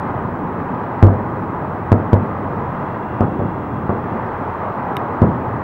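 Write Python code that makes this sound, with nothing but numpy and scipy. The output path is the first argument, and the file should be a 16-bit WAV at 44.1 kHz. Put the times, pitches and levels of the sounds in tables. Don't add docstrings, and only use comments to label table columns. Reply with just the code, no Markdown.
import sys
import numpy as np
from scipy import signal
from scipy.io import wavfile

SR = 44100
rng = np.random.default_rng(int(sys.argv[2]) if len(sys.argv) > 2 else 0)


def wrap_up_sound(samples):
    columns = np.atleast_2d(samples).T
    tamed = np.clip(columns, -1, 1)
    steps = np.round(tamed * 32767).astype(np.int16)
    wavfile.write(sys.argv[1], SR, steps)


def attenuation_scalar(level_db):
    decades = np.asarray(level_db, float) / 20
    return 10 ** decades


N = 248283
FRONT = SR // 100


def at_hz(points, hz):
    table_hz, value = np.transpose(points)
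    return np.interp(np.log(hz), np.log(table_hz), value)


def rms_one(x):
    return x / np.sqrt(np.mean(x ** 2) + 1e-20)


def drift(rate_hz):
    r = np.exp(-80 * np.pi * rate_hz / SR)
    white = rng.standard_normal(N // 40 + 2002)
    slow = signal.lfilter([1], [1, -2 * r, r * r], white)[2000:]
    return np.interp(np.arange(N) / 40, np.arange(len(slow)), rms_one(slow))


def ring(x, hz, t60_s):
    r, w = attenuation_scalar(-60 / (t60_s * SR)), 2 * np.pi * hz / SR
    return signal.lfilter([0, np.sin(w)], [1, -2 * r * np.cos(w), r * r], x + 1e-18)


def bands(spectrum):
    edges = 20 * 2 ** np.arange(0, 9.9, 1 / 3)
    edges = edges[(edges > spectrum[0][0]) & (edges < 1.1 * spectrum[-1][0])]
    hz = np.sqrt(edges[1:] * edges[:-1])
    white = rng.standard_normal((2, N + SR))
    noise = []
    for k in range(len(hz)):
        band = signal.butter(3, edges[k:k + 2], "band", fs=SR, output="sos")
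        noise.append(signal.sosfilt(band, white[k % 2])[SR:])
    out = np.array(noise) * attenuation_scalar(at_hz(spectrum, hz))[:, None]
    return hz, out / np.std(out.sum(axis=0))


def patchy(spectrum, patchy_db):
    together = drift(1.3)
    return rms_one(sum(band * attenuation_scalar(patchy_db * (together + drift(21))) for band in bands(spectrum)[1]))


def air(x, dull_hz):
    return signal.sosfilt(signal.butter(4, dull_hz, fs=SR, output="sos"), x)


def blast(front_db, dull_hz):
    suction_s, suction_db, push_s = .0011, 6.5, .0022
    t = np.arange(-FRONT, SR // 2) / SR
    pull = -attenuation_scalar(suction_db) * np.exp(np.minimum(t, 0) / suction_s)
    length_s = push_s * (700 / dull_hz) ** .5
    push = (1 - t / (1.3 * length_s)) * np.exp(-np.maximum(t, 0) / length_s)
    return attenuation_scalar(front_db) * air(np.where(t < 0, pull, push), dull_hz)


def slap(x):
    trip_s, trip_db, trip_cut_hz = .0102, -8.5, 900
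    ceiling_s, ceiling_db = .0086, -7.5
    lag, dull = round(trip_s * SR), np.exp(-2 * np.pi * trip_cut_hz / SR)
    out, state = x.copy(), [0.]
    for i in range(lag, len(x), lag):
        back, state = signal.lfilter([attenuation_scalar(trip_db) * (1 - dull)], [1, -dull], out[i - lag:i], zi=state)
        out[i:i + lag] += back[:len(x) - i]
    bounce = round(ceiling_s * SR)
    out[bounce:] += attenuation_scalar(ceiling_db) * x[:-bounce]
    return out


# mode_hz, level_db, t60_share [of boom t60]
RECESS_MODES = [(98.5, 0, 1.0), (54, -16, .9), (175, -14, .6), (225, -14, .5), (340, -15, .5)]


def boom(length, dull_hz, boom_db):
    boom_t60_s = .3
    click = air(1. * (np.arange(length) == FRONT), dull_hz)
    out = np.zeros(length)
    for mode_hz, level_db, t60_share in RECESS_MODES:
        chance_db = 1.5 * rng.standard_normal()
        out += attenuation_scalar(boom_db + level_db + chance_db) * ring(click, mode_hz, t60_share * boom_t60_s)
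    return out


# band_hz, t60_s
ROLL_DECAY = [(50, 0.6), (150, 0.49), (400, 0.57), (1000, 0.19), (2000, 0.12)]


def roll(hz, echoes, dull_hz, roll_db):
    gather_s, bright_db = .008, 2
    age_s = np.arange(echoes.shape[1]) / SR
    dying = attenuation_scalar(-60 * age_s / at_hz(ROLL_DECAY, hz)[:, None])
    dying *= attenuation_scalar(bright_db * np.log2(dull_hz / 700) * np.log2(hz / 300))[:, None]
    swell = 1 - np.exp(-age_s / gather_s)
    return attenuation_scalar(roll_db) * swell * (dying * echoes).sum(axis=0)


# band_hz, level_db [per Hz]
ROLL_SPECTRUM = [(45, -35.5), (70, -19), (100, -2.5), (160, -3), (220, 0), (290, -7.5), (500, -10),
                 (800, -9.5), (1200, -13.5), (2200, -47.5)]
# start_s, front_db, dull_hz [air cutoff], boom_db, roll_db
BURSTS = [
    (1.0275, -2, 1150, 5.5, -10.5),
    (1.0692, -11, 800, -24, -18),
    (1.9193, 3, 780, -5.5, -11),
    (2.1318, 3, 540, -7.5, -11.5),
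    (3.2080, -4.5, 950, -10, -11.5),
    (3.3940, -13, 900, -18, -17),
    (3.8943, -8, 1300, -22, -17),
    (4.1200, -21, 400, -28, -21),
    (5.2195, 3.5, 430, -7, -7.5),
]


def shells():
    out = np.zeros(N + SR)
    hz, echoes = bands(ROLL_SPECTRUM)
    for start_s, front_db, dull_hz, boom_db, roll_db in BURSTS:
        wave = slap(blast(front_db, dull_hz))
        wave += boom(len(wave), dull_hz, boom_db)
        first = round((start_s - 0.33 / dull_hz) * SR) - FRONT
        out[first:first + len(wave)] += wave
        i = round(start_s * SR)
        tail = roll(hz, echoes[:, i:i + SR], dull_hz, roll_db)
        out[i:i + len(tail)] += tail
    return out[:N]


# mode_hz, level_db, t60_s
TICK_MODES = [(2100, -20, 0.0094), (2930, -18, 0.012), (3730, -26, 0.017), (5330, -35.5, 0.0094),
              (6300, -40, 0.0065), (8370, -35, 0.0064), (9600, -39.5, .006), (12400, -27, .004),
              (15300, -42, .005)]


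def tick():
    start_s, gap_s = 4.9675, .0005
    click = np.zeros(N)
    click[round(start_s * SR)] = 0.21
    click[round((start_s + gap_s) * SR)] = 1.0
    out = np.zeros(N)
    for k, (mode_hz, level_db, t60_s) in enumerate(TICK_MODES):
        out += (-1) ** k * attenuation_scalar(level_db) * ring(click, mode_hz, t60_s)
    return out


BRAKE_PITCHES = [2720, 3370]


def brake():
    start_s, loudest_db, sag_db = 2.6, -63, -6
    rise_s, hold_s, fall_s = .35, 1.25, .2
    corner_s = start_s + np.cumsum([0, rise_s, hold_s, fall_s])
    level_db = loudest_db + np.interp(np.arange(N) / SR, corner_s, [-18, 0, sag_db, -20])
    whistles = np.zeros(N)
    for pitch_hz, above_db in zip(BRAKE_PITCHES, [6, 0]):
        whistles += attenuation_scalar(above_db) * rms_one(ring(rng.standard_normal(N), pitch_hz, .035))
    return attenuation_scalar(level_db) * whistles


# start_s, roll_db
EARLIER_BURST = (-0.095, -10.5)


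def far_echo():
    peak_s = 0.28
    t, power = np.arange(N) / SR, np.zeros(N)
    for start_s, roll_db in [EARLIER_BURST] + [(burst[0], burst[-1]) for burst in BURSTS]:
        age = np.maximum(t - start_s, 0) / peak_s
        power += (attenuation_scalar(roll_db) * age * np.exp(1 - age)) ** 2
    return power


# band_hz, level_db [per Hz]
THROB_SPECTRUM = [(20, -21), (30, -16), (40, -14.5), (52, -7), (70, -16.5), (95, 4), (120, -4),
                  (150, -16.5)]
RUMBLE_SPECTRUM = [(100, -9), (135, -1), (180, -1), (240, -2), (335, -4.5), (450, -11), (600, -23)]
ROAR_SPECTRUM = [(280, -11), (400, -4.5), (520, -5), (770, -3.5), (1000, 0.5), (1300, -9.5), (2000, -20),
                 (2500, -33.5), (3200, -38), (4000, -49.5), (5000, -54), (7000, -64)]
# time_s, level_db
ROAR_LEVEL = [(0, -25.5), (1.5, -26.5), (3.1, -25), (3.8, -26.5), (4.7, -24), (5.63, -25)]


def traffic():
    throb_db, rumble_db = -34.5, -28.5
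    far_throb_db, far_rumble_db = -22, -18.5
    far = far_echo()
    throb = np.sqrt(attenuation_scalar(2 * throb_db) + attenuation_scalar(2 * far_throb_db) * far)
    rumble = np.sqrt(attenuation_scalar(2 * rumble_db) + attenuation_scalar(2 * far_rumble_db) * far)
    engines = throb * patchy(THROB_SPECTRUM, patchy_db=-0.4)
    engines += rumble * patchy(RUMBLE_SPECTRUM, patchy_db=1.13)
    time_s, level_db = np.transpose(ROAR_LEVEL)
    roar = attenuation_scalar(np.interp(np.arange(N) / SR, time_s, level_db))
    return engines + roar * patchy(ROAR_SPECTRUM, patchy_db=0.81)


def scene():
    return (shells() + tick() + brake() + traffic())[None]


# band_hz, level_db [per Hz]
HISS_SPECTRUM = [(3000, -12), (4500, 2.5), (6300, 2.5), (8000, 3.5), (10000, 0.5), (13000, -1.5),
                 (16500, -5)]


def hiss():
    return attenuation_scalar(-71.5) * bands(HISS_SPECTRUM)[1].sum(axis=0)


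# pitch_hz, level_db [rms]
WHINE_TONES = [(15714, -70.5)]


def whine():
    out, t = np.zeros(N), np.arange(N) / SR
    for pitch_hz, level_db in WHINE_TONES:
        out += np.sqrt(2) * attenuation_scalar(level_db) * np.sin(2 * np.pi * pitch_hz * t + .25 * drift(30))
    return out


def band_limit(x):
    return signal.sosfilt(signal.butter(12, 15850, fs=SR, output="sos"), x)


def record(dry):
    low_cut_hz, offset = 44, .0018
    capsule = signal.sosfilt(signal.butter(3, low_cut_hz, "high", fs=SR, output="sos"), dry)
    mix = np.clip(capsule + offset + hiss() + whine(), -.99, .99)
    return band_limit(mix)


dry = scene()
out = record(dry)
wrap_up_sound(out)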